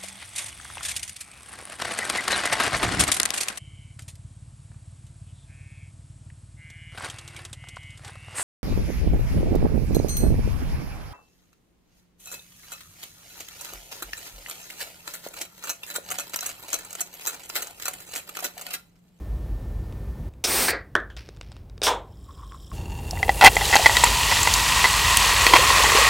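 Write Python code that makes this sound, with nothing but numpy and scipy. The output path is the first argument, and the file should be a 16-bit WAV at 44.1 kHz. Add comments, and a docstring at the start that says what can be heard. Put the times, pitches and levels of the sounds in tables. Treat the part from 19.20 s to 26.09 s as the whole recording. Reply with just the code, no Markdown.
"""Soda can opened and poured over ice

A can is opened close to one microphone and poured over ice in a stemmed glass, over rumble and hiss.
Noise jets hiss through the first crack, the lid pops in two bouts of decaying bands as the pressure falls,
then the tab tears it open in a run of tiny clicks and the can fizzes with ringing bubbles.
The stream splashes and foams as clicks in resonances, the lowest rising as the glass fills;
the ice tumbles in clacks and short tones and cracks in filtered snaps."""
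import sys
import numpy as np
from scipy import signal
from scipy.fft import rfft, irfft, next_fast_len
from scipy.io import wavfile
from scipy.ndimage import uniform_filter1d

SR = 44100
rng = np.random.default_rng(int(sys.argv[2]) if len(sys.argv) > 2 else 0)


def bounce(signal):
    """Save signal as a 16-bit WAV file at the path given by the first command-line argument."""
    frames = np.transpose(np.atleast_2d(signal))
    limited = np.clip(frames, -1, 1)
    pcm = np.round(limited * 32767).astype(np.int16)
    wavfile.write(sys.argv[1], SR, pcm)


N = 303849
TIME = np.arange(N) / SR
HIT_TIME = TIME[:SR // 2]   # half a second for each hit
POUR_START_S = 3.525   # the can is tipped and the first drops hit the ice

# lowest air resonance of the filling glass: time_s [s], pitch_hz [Hz]
CAVITY = [(4.2, 815), (4.6, 870), (5.0, 972), (6.89, 1079)]
# weaker air modes that a knock stirs: pitch_hz [Hz], width_hz [Hz], level_db [dB]
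KNOCK_MODES = [(1397, 98, -7), (2720, 94, 4.5), (3170, 136, -2), (4310, 140, -7.5)]


def amp(db):
    """Decibels to gain."""
    return 10 ** (np.asarray(db) / 20)


def unit(x):
    """Scale to rms 1."""
    return x / np.sqrt(np.mean(x ** 2) + 1e-20)


def level(rows):
    """Gain over time from a dB curve; silent before it."""
    return amp(np.interp(TIME, *np.transpose(rows), left=-200))


def cavity_hz(time_s):
    """Pitch of the lowest air resonance, rising as the air space shrinks."""
    return np.interp(time_s, *np.transpose(CAVITY))


def at_hz(points, hz):
    """Read a table on a log-frequency axis."""
    points = np.array(points)
    return np.interp(np.log(hz), np.log(points[:, 0]), points[:, 1])


def colour(x, spectrum):
    """Causal (minimum-phase) filter with the given spectrum, falling away below its first point."""
    size = 2 * next_fast_len(len(x) // 2 + 2048)
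    hz = np.maximum(np.arange(size // 2 + 1) * SR / size, 1)
    low_cut = 1 + (spectrum[0][0] / 2 / hz) ** 2
    gain = amp(at_hz(spectrum, hz)) / low_cut
    # folding the cepstrum onto positive times gives minimum phase
    cepstrum = irfft(np.log(gain))
    cepstrum[1:size // 2] *= 2
    cepstrum[size // 2 + 1:] = 0
    response = np.exp(rfft(cepstrum))
    return irfft(rfft(x, size) * response)[:len(x)]


def resonator(hz, width_hz):
    """Filter coefficients of one resonance with gain 1 on top."""
    r = np.exp(-np.pi * width_hz / SR)
    zeros = np.array([1, 0, -1]) * (1 - r * r) / 2
    poles = [1, -2 * r * np.cos(2 * np.pi * hz / SR), r * r]
    return zeros, poles


def resonance(x, hz, width_hz):
    """One resonance at a steady pitch."""
    return signal.lfilter(*resonator(hz, width_hz), x + 1e-18)


def body(x, modes):
    """Resonances in parallel, signs alternating."""
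    return sum((-1) ** k * amp(db) * resonance(x, hz, width) for k, (hz, width, db) in enumerate(modes))


def gliding_resonance(x, hz, width_hz, size=512):
    """A resonance whose centre follows a curve, block by block."""
    out, state = np.zeros(N), np.zeros(2)
    for i in range(0, N, size):
        zeros, poles = resonator(hz[i], width_hz)
        out[i:i + size], state = signal.lfilter(zeros, poles, x[i:i + size], zi=state)
    return out


def add(out, s, sound):
    """Mix a sound in at time s."""
    i = int(round(s * SR))
    out[i:i + len(sound)] += sound[:max(N - i, 0)]


def dying(t60):
    """Envelope of a free decay, 60 dB down after t60 seconds."""
    return amp(-60 * np.minimum(HIT_TIME / t60, 4))


def burst(t60):
    """Noise that starts at rms 1 and dies."""
    return rng.standard_normal(len(HIT_TIME)) * dying(t60)


def grains(per_s, spread_db):
    """Random clicks of either sign and exponentially spread dB sizes, scaled to rms 1."""
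    at = np.flatnonzero(rng.random(N) < per_s / SR)
    sizes = amp(spread_db * np.minimum(rng.exponential(1, len(at)), 5))
    out = np.zeros(N)
    out[at] = sizes * rng.choice([-1, 1], len(at))
    return unit(out)


def bubbles(per_s, spread_db, sharpness, count=20):
    """Bubbles of all sizes, each ringing a few cycles; small, high ones are the most numerous."""
    pitches = np.geomspace(250, 15500, count)
    return sum(resonance(grains(per_s * hz / pitches.sum(), spread_db), hz, hz / sharpness) for hz in pitches)


def drift(per_s):
    """A slow random wander of spread about 1."""
    return np.interp(TIME * per_s, np.arange(1000), rng.standard_normal(1000))


def spurt(s, db, hold_s, release_db_per_s, attack_s, sag_db_per_s):
    """Gain over time: attack, a sagging hold, release."""
    age = np.maximum(TIME - s, 0)
    sag_db = sag_db_per_s * np.minimum(age, hold_s)
    release_db = release_db_per_s * np.maximum(age - hold_s, 0)
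    attack = 1 - np.exp(-age / attack_s)
    return attack * amp(db - np.minimum(sag_db + release_db, 200))


def build_up(full_s, db, build_db_per_s, creep_db_per_s):
    """Gain over time: a fast build to db at full_s, then a slow creep."""
    slope = np.where(TIME < full_s, build_db_per_s, creep_db_per_s)
    return amp(db + slope * (TIME - full_s))


def taps(events, modes, contact_t60):
    """Short noisy contacts into one set of modes, scaled to their peaks."""
    out = np.zeros(N)
    for s, db in events:
        tap = body(burst(contact_t60), modes)
        add(out, s, amp(db) * tap / np.abs(tap).max())
    return out


def room():
    """Low rumble and soft hiss of coloured noise, with a thin wavering whine at first."""
    # steady background, changing in steps: start_s [s], rumble_db [dB rms], hiss_db [dB rms]
    background = [(0, -30.5, -48.5), (1.09, -42.5, -59), (3.525, -30, -46.5)]
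    # noise spectra: pitch_hz [Hz], level_db [dB per Hz, relative]
    rumble_colour = [(25, -25.5), (36, -10.5), (50, 3.5), (65, -3.5), (85, -5), (130, -11.3), (250, -24),
                     (500, -35), (1000, -49.5), (2000, -66)]
    air_colour = [(150, -8.5), (300, 8), (900, -4), (1500, -12.5), (3000, -19), (8000, -26), (16000, -24)]
    starts, rumble_db, air_db = np.transpose(background)
    step = np.searchsorted(starts[1:], TIME)
    # the steps are smoothed over 400 samples
    rumble_gain, air_gain = uniform_filter1d(amp([rumble_db[step], air_db[step]]), size=400)
    rumble = rumble_gain * unit(colour(rng.standard_normal(N), rumble_colour))
    air = air_gain * unit(colour(rng.standard_normal(N), air_colour))
    whine_hz = 1795 + 6 * drift(per_s=40)
    whine = unit(np.sin(2 * np.pi * np.cumsum(whine_hz) / SR))
    whine_end_s, whine_db = 1.08, -66.5
    return rumble + air + amp(whine_db) * whine * (TIME < whine_end_s)


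def ticking_tab(count=4):
    """Clear ticks of fingernail and tab ring the lid's modes, with a few faint ones at random."""
    # nail and tab on the lid: start_s [s], peak_db [dB]
    ticks = [(0.7245, -38), (1.137, -48), (1.966, -32), (1.9715, -32), (2.089, -27), (2.2118, -27.5),
             (2.318, -35), (2.3655, -38), (2.4975, -40), (2.5785, -35), (2.6175, -14), (2.6275, -16)]
    # metal modes: pitch_hz [Hz], width_hz [Hz], level_db [dB, relative]
    tab_modes = [(420, 160, 9), (1390, 810, -1), (2580, 430, 3.5), (3730, 170, 6), (4900, 710, -0.5),
                 (8440, 1600, -10.5)]
    # the nail works under the tab
    creak_start_s, creak_end_s, creak_db = 2.16, 2.42, -42.5
    creaks = [(s, creak_db) for s in rng.uniform(creak_start_s, creak_end_s, count)]
    return taps(ticks + creaks, tab_modes, contact_t60=0.01)


def tearing_lid():
    """The score parts in a dense run of tiny fractures, each a click."""
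    # metal tears along the score: start_s [s], level_db [dB], hold_s [s], release_db_per_s [dB/s]
    tears = [(1.2395, -19, 0.012, 482), (2.6325, -20, 0.048, 450)]
    # tearing spectrum: pitch_hz [Hz], level_db [dB per Hz, relative]
    tear_colour = [(150, -14), (280, -5.5), (450, -0.5), (800, -4), (2000, -9), (3600, 0.5), (4500, -5),
                   (5400, 4.5), (6800, -6.5), (8500, -4.5), (11000, -12.5), (16000, -16)]
    pull = sum(spurt(*row, attack_s=0.0005, sag_db_per_s=80) for row in tears)
    return pull * unit(colour(grains(per_s=24000, spread_db=0.5), tear_colour))


def escaping_gas():
    """Turbulent gas makes a smooth jet with a faint whistle of the slit, later a weak seep."""
    # last gas seeps under the tab: start_s [s], level_db [dB], hold_s [s], release_db_per_s [dB/s]
    seeps = [(1.966, -37.5, 0.005, 800), (1.975, -51, 0.01, 85), (2.212, -63, 0.17, 220)]
    # gas spectra: pitch_hz [Hz], level_db [dB per Hz, relative]
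    jet_colour = [(71, -28.5), (120, -11), (384, -2.5), (709, -5.5), (869, -5.5), (943, -6), (2180, -7),
                  (2410, -4.5), (2960, -10), (5350, -7.5), (7260, -11.5), (8730, -3.5), (11200, -14.5),
                  (14200, -8), (15800, -11)]
    seep_colour = [(500, -17), (1500, -1.5), (2600, 2.5), (3600, -3.5), (5400, -1), (6800, -16),
                   (15000, -23)]
    jet = unit(colour(rng.standard_normal(N), jet_colour))
    whistle = amp(-17) * unit(resonance(rng.standard_normal(N), hz=8500, width_hz=530))
    # the jet swells as the slit widens and sinks as the pressure falls
    start_s, hold_s, arch_db = 1.268, 0.24, 4.5
    arch = amp(arch_db * np.sin(np.pi * np.clip((TIME - start_s) / hold_s, 0, 1)))
    flow = arch * spurt(start_s, -24.8, hold_s, release_db_per_s=1400, attack_s=0.004, sag_db_per_s=0.5)
    leak = sum(spurt(*row, attack_s=0.003, sag_db_per_s=8) for row in seeps)
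    seep = unit(colour(grains(per_s=3000, spread_db=4.0), seep_colour))
    return flow * (jet + whistle) + leak * seep


def can_blows(blows, spectrum, t60s, snap_t60):
    """A short snap, then the crowded modes of the can die away, each band at its own rate."""
    out, edges = np.zeros(N), np.geomspace(120, 17000, 9)
    bands = [signal.butter(2, pair, "band", fs=SR, output="sos") for pair in zip(edges, edges[1:])]
    centres = np.sqrt(edges[1:] * edges[:-1])
    for s, ring_db, snap_db, pitch, lift_db in blows:
        # a lid under more pressure is tauter and rings higher; the lift sets its treble
        taut = [(hz * pitch, db + at_hz([(1700, 0), (2800, lift_db)], hz)) for hz, db in spectrum]
        ring = 0
        for band, hz in zip(bands, centres):
            noise = signal.sosfilt(band, rng.standard_normal(len(HIT_TIME)))
            ring = ring + noise * dying(at_hz(t60s, hz))
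        ring = colour(ring, taut)
        snap = colour(burst(snap_t60), [(hz, 0.79 * db) for hz, db in spectrum])
        # levels are set on the first 25 ms of the ring and 2.5 ms of the snap
        ring = ring / ring[:SR // 40].std()
        snap = snap / snap[:SR // 400].std() / 2
        add(out, s, amp(ring_db) * ring + amp(snap_db) * snap)
    return out


def popping_lid():
    """The closed lid snaps through as the pressure falls and its modes ring."""
    # pops: start_s [s], ring_db [dB], snap_db [dB, 6 dB above the snap's rms],
    # pitch [ratio to the slack lid], treble_lift_db [dB]
    pops = [(1.4825, -23, -12.5, 1.36, 16), (1.486, -25.5, -40, 1.1, -5), (1.53, -29, -40, 1.13, -5.5),
            (1.7525, -26.5, -3.5, 1.03, -4), (1.763, -31, -17, 0.98, -4), (1.8014, -42, -31, 1.03, -5),
            (1.9012, -53.5, -34.5, 0.94, 18)]
    # ringing spectrum: pitch_hz [Hz], level_db [dB per Hz, relative]
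    lid_colour = [(150, -18.5), (290, -5.5), (430, -3), (850, -12), (1250, -4), (1480, 1.5), (1720, 3),
                  (2050, -16), (2550, -26), (3400, -16), (3750, -23), (4600, -32), (6700, -34), (8500, -41),
                  (15000, -55.5)]
    # decay: pitch_hz [Hz], t60_s [s]
    lid_t60 = [(300, 0.3), (1700, 0.24), (4000, 0.19), (12000, 0.13)]
    return can_blows(pops, lid_colour, lid_t60, snap_t60=0.018)


def opening_flap():
    """The flap gives way and the open can rings."""
    # blows: start_s [s], ring_db [dB], snap_db [dB, 6 dB above the snap's rms],
    # pitch [ratio], treble_lift_db [dB]
    flap = [(2.667, -18, -15, 1, -2.5), (2.714, -30.5, -30, 1, -10)]
    # ringing spectrum: pitch_hz [Hz], level_db [dB per Hz, relative]
    open_colour = [(200, -26), (330, -16), (430, -5), (720, -7.5), (960, 2.5), (1150, -7), (2000, -14.5),
                   (2900, -12), (3450, -4), (4700, -23), (7000, -18), (15000, -39)]
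    # decay: pitch_hz [Hz], t60_s [s]
    open_t60 = [(400, 0.43), (1000, 0.28), (3500, 0.22), (12000, 0.18)]
    return can_blows(flap, open_colour, open_t60, snap_t60=0.011)


def fizzing_can():
    """Bubbles burst under the lid and sound the air in the can; surges of foam reach its lowest mode."""
    # larger bubbles, each on a surge of foam:
    # time_s [s], burst_peak_db [dB, before the last resonance and trim], surge_db [dB]
    large_bursts = [(3.108, -36, -49), (3.192, -36.5, -51), (3.234, -32, -45), (3.321, -19.5, -68),
                    (3.348, -41, -42), (3.5163, -21.5, -72)]
    # air modes of the can as a spectrum: pitch_hz [Hz], level_db [dB per Hz, relative]
    can_colour = [(600, -24), (1100, -6), (2100, -31), (2800, -12), (3200, 4), (3750, 0), (4400, -15),
                  (5300, 2.5), (6400, -16), (7300, -2), (8300, -5.5), (11000, -16), (16000, -15)]
    # the strongest of them: pitch_hz [Hz], width_hz [Hz], level_db [dB, relative]
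    can_modes = [(1080, 53, 3.5), (3420, 160, -13), (5430, 380, -15)]
    fine = unit(colour(bubbles(per_s=6000, spread_db=4.0, sharpness=16, count=48), can_colour))
    surge = unit(resonance(body(grains(per_s=660, spread_db=1.5), can_modes), hz=1110, width_hz=690))
    burst_taps = taps([(s, db) for s, db, _ in large_bursts], can_modes, contact_t60=0.0019)
    bursts = resonance(burst_taps, hz=1140, width_hz=720)
    fizz = build_up(full_s=3.05, db=-60.5, build_db_per_s=56, creep_db_per_s=12) * (TIME < POUR_START_S)
    surges = np.zeros(N)
    for s, _, db in large_bursts:
        # rises at 420 dB/s to the burst, then falls at 600 dB/s
        surges += amp(db - np.maximum(420 * (s - TIME), 600 * (TIME - s)))
    return fizz * (fine + amp(-11.5) * surge) + surges * surge + amp(-2.0) * bursts


def trickling():
    """The first trickle runs over bare ice until the pool covers it: clicks ring narrow modes."""
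    # modes: pitch_hz [Hz], width_hz [Hz], level_db [dB, relative]
    trickle_modes = [(799, 32, 8.5), (947, 53, 6), (1730, 170, -10), (2750, 57, 5.5), (3630, 90, -9),
                     (4440, 82, -5), (6950, 480, -10.5)]
    # a negative sag makes it grow
    bare_ice = spurt(POUR_START_S, db=-48.5, hold_s=0.85, release_db_per_s=50, attack_s=0.005,
                     sag_db_per_s=-14)
    return bare_ice * unit(body(grains(per_s=2800, spread_db=6.5), trickle_modes))


def jostling(second_hz, width_hz):
    """The stream nudges the cubes; light random touches ring the air modes of the glass."""
    touches = grains(per_s=45, spread_db=2.5)
    low = gliding_resonance(touches, cavity_hz(TIME), width_hz)
    second = resonance(touches, second_hz, width_hz)
    return amp(-7) * unit(amp(-1) * low + second + amp(-3) * body(touches, KNOCK_MODES))


def splashing():
    """Drops sound the air in the glass, whose lowest resonance rises as it fills."""
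    # upper air resonances: pitch_hz [Hz], width_hz [Hz], level_db [dB, relative]
    glass_modes = [(1160, 90, -5.5), (1890, 140, 1), (2533, 230, -3), (4430, 260, -9)]
    drops = grains(per_s=2500, spread_db=1.0)
    low_air = gliding_resonance(drops, cavity_hz(TIME), width_hz=144)
    upper_air = body(grains(per_s=2500, spread_db=3.5), glass_modes)
    splash = unit(low_air) + amp(-0.25) * unit(upper_air) + jostling(second_hz=1946, width_hz=100)
    return build_up(full_s=4.5, db=-30.7, build_db_per_s=41, creep_db_per_s=4.3) * splash


def foaming(wetting):
    """Bursting foam bubbles crackle, and longer-ringing ones ping above the splash."""
    # foam spectrum: pitch_hz [Hz], level_db [dB per Hz, relative]
    foam_colour = [(150, 6), (280, -12), (700, -10.5), (1500, -9), (2200, -7), (2800, 2.5), (4500, -1),
                   (5500, -3), (7700, -2.5), (9000, -9), (12000, -13.5), (16000, -23)]
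    crackle = unit(colour(bubbles(per_s=16000, spread_db=-0.5, sharpness=4.1), foam_colour))
    pings = unit(colour(bubbles(per_s=1800, spread_db=3, sharpness=26, count=56), foam_colour))
    growth = build_up(full_s=4.5, db=-23.5, build_db_per_s=47.5, creep_db_per_s=1.8)
    return np.maximum(growth, wetting) * (amp(-1.84) * crackle + amp(-8) * pings)


def spraying(wetting):
    """Fine high spray: a dense crowd of very short bubble rings."""
    # spray spectrum: pitch_hz [Hz], level_db [dB per Hz, relative]
    spray_colour = [(4000, -14), (8000, 0.5), (9500, 2.5), (12000, -1), (16000, -0.5)]
    growth = build_up(full_s=4.25, db=-34.8, build_db_per_s=41, creep_db_per_s=1.1)
    fine = unit(colour(bubbles(per_s=24000, spread_db=5.0, sharpness=2), spray_colour))
    return np.maximum(growth, amp(-4) * wetting) * fine


def plop(hz, cycles, rise):
    """A bubble rings for some cycles and rises in pitch as it nears the surface."""
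    life = np.arange(int(cycles / hz * SR)) * hz / (cycles * SR)   # 0 to 1
    tone = np.sin(2 * np.pi * cycles * life * (1 + rise * life))
    return tone * amp(-60 * life) * (1 - np.exp(-2 * cycles * life))


def gurgling(per_s, low_hz, high_hz, spread_db):
    """The stream drags air under: a few big plops and a random run of smaller ones."""
    # single bubbles pinch off and ring: start_s [s], level_db [dB, before a 0.5 dB cut], pitch_hz [Hz]
    plops = [(3.931, -19, 714), (4.082, -18, 510), (4.595, -8, 710), (6.338, -10.5, 330), (6.392, -11, 497),
             (6.641, -7.5, 844), (6.75, -8, 420), (6.785, -10, 520)]
    # level of the small ones: time_s [s], level_db [dB]
    gurgle = [(3.53, -67), (4.0, -43), (4.7, -33.5), (5.0, -44.5), (6.0, -43), (6.4, -30), (6.89, -29.5)]
    big, small = np.zeros(N), np.zeros(N)
    for s, db, hz in plops:
        add(big, s, amp(db - 0.5) * plop(hz, cycles=8 + hz / 45, rise=0.08))
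    for when, size, strength in rng.random((int(per_s * N / SR), 3)):
        hz = low_hz * (high_hz / low_hz) ** size
        add(small, when * N / SR, amp(-spread_db * strength) * plop(hz, cycles=18.0, rise=0.3))
    return big + level(gurgle) * unit(small)


def pouring():
    """The stream trickles, splashes, foams, sprays and gurgles into the glass."""
    started = TIME > POUR_START_S
    # the first drops sizzle briefly on the dry ice
    wetting = spurt(POUR_START_S, db=-49.5, hold_s=0, release_db_per_s=53, attack_s=0.004, sag_db_per_s=0)
    wobble = amp(1.0 * drift(per_s=28))   # the stream wavers over the ice
    stream = wobble * (splashing() + foaming(wetting)) + spraying(wetting)
    gurgles = gurgling(per_s=220, low_hz=361.5, high_hz=836, spread_db=8)
    return trickling() + started * stream + gurgles


def ice_cracks(snap_t60, width_hz, snap_db):
    """A sharp split of ice in the warmer drink, with a brief ping of the cube."""
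    # cracks: start_s [s], peak_db [dB, before a 2 dB lift], pitch_hz [Hz]
    cracks = [(3.9093, -18, 5300), (4.246, 0.5, 8450), (4.3553, -16.5, 7600), (4.454, -12.5, 4100),
              (4.555, -7.5, 6500), (4.5675, -3.5, 4430), (4.664, -6, 4570), (4.7683, -7, 3990),
              (4.8407, -1.5, 7520), (5.2305, -9, 7200), (5.339, -2, 4820), (5.9695, -9, 14500),
              (5.9707, -8, 2950), (5.971, -4, 8700), (6.2663, -7, 4600)]
    out = np.zeros(N)
    for s, db, hz in cracks:
        snap = burst(snap_t60)
        crack = resonance(snap, hz, width_hz) + amp(snap_db) * resonance(snap, hz=6200, width_hz=2300)
        add(out, s, amp(db) * crack / np.abs(crack).max())
    return amp(2.0) * out


def ice_knocks(second_hz, low_t60, second_t60, clack_t60, rise_s):
    """Cubes shift in short rattles; each contact clacks and rings the air of the glass, a little detuned."""
    # shifts: start_s [s], length_s [s], low_mode_db and second_mode_db [dB, before a 1 dB cut],
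    # clack_db [dB, before the clack and ring trims]
    knocks = [(3.973, 0, -28, -25, -40), (4.029, 0, -10, -5, -21), (4.08, 0.0025, -18, -27, -27),
              (4.0927, 0.00033, 0, -3.5, -19), (4.2113, 0, -6.5, -10, -7.5), (4.2205, 0.01, -1, -6, -12),
              (4.239, 0.013, 6.5, -7, -1.5), (4.2585, 0.0079, -4, 7.5, 0.5), (4.273, 0.005, 0.5, -6, -6),
              (4.367, 0, -11.5, -6.5, -15.5), (4.411, 0.005, -14, -16, -24),
              (4.5275, 0.016, -11.5, -6, -15), (4.555, 0.0076, -0.5, -12, -8), (4.648, 0, -24, -10, -24),
              (4.6595, 0.0045, -3, 4.5, -8.5), (4.695, 0, -8, -8, -25), (4.753, 0, -14, -10, -20),
              (4.768, 0.00068, -13, -2.5, -10), (4.837, 0, 3, -8, -8.5), (4.868, 0, -18, -17, -17.5),
              (5.1124, 0.011, -13, -12, -22), (5.273, 0.00025, -5, -4, -13), (5.642, 0.013, -10, -5, -13.5),
              (6.266, 0, -22, -3, -5.5), (6.336, 0.00031, 8.5, 2.5, -1), (6.352, 0.016, -3.5, -11, -9)]
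    # contact spectrum: pitch_hz [Hz], level_db [dB per Hz, relative]
    clack_colour = [(120, -14.5), (300, -5), (600, 1.5), (1000, 3), (1400, 0.5), (2000, 0), (2900, 5),
                    (3600, -7.5), (4400, -1), (6000, -9.5), (9000, -16.5), (16000, -21)]
    contact_gap_s, force_spread_db = 0.0052, 2   # within one rattle
    out, swell = np.zeros(N), 1 - np.exp(-HIT_TIME / rise_s)
    for s, length_s, low_db, second_db, clack_db in knocks:
        for at in s + np.linspace(0, length_s, 1 + round(length_s / contact_gap_s)):
            contact = burst(clack_t60)
            low_shift, second_shift = 1 + rng.standard_normal(2) * [0.04, 0.02]
            force = amp(force_spread_db * rng.uniform(-1, 1))
            low_tone = np.sin(2 * np.pi * cavity_hz(s) * low_shift * HIT_TIME)
            low = amp(low_db - 1) * low_tone * dying(low_t60)
            second_tone = np.sin(2 * np.pi * second_hz * second_shift * HIT_TIME)
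            second = amp(second_db - 1) * second_tone * dying(second_t60)
            clack, ring = colour(contact, clack_colour), body(contact, KNOCK_MODES)
            # both are scaled on their first 5 ms
            clack = amp(-4.5) * clack / clack[:SR // 200].std()
            ring = amp(-9.5) * ring / ring[:SR // 200].std()
            add(out, at, force * (swell * (low + second) + amp(clack_db) * (clack + ring)))
    return out


def scene():
    """Everything reaches one close microphone, carried alike on both channels."""
    lid = ticking_tab() + tearing_lid() + popping_lid() + opening_flap()
    can = lid + escaping_gas() + fizzing_can()
    cracks = ice_cracks(snap_t60=0.014, width_hz=470, snap_db=-13.5)
    knocks = ice_knocks(second_hz=1980, low_t60=0.028, second_t60=0.03, clack_t60=0.028, rise_s=0.0004)
    return np.tile(room() + can + pouring() + cracks + knocks, (2, 1))


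def record(dry):
    """The loudest knocks overload at full scale; a steep filter then cuts the top."""
    clipped = dry / (1 + dry ** 8) ** (1 / 8)
    top_cut = signal.ellip(10, 0.1, 70, 15900, fs=SR, output="sos")   # cutoff in Hz
    return signal.sosfilt(top_cut, clipped)


dry = scene()
out = record(dry)
bounce(out)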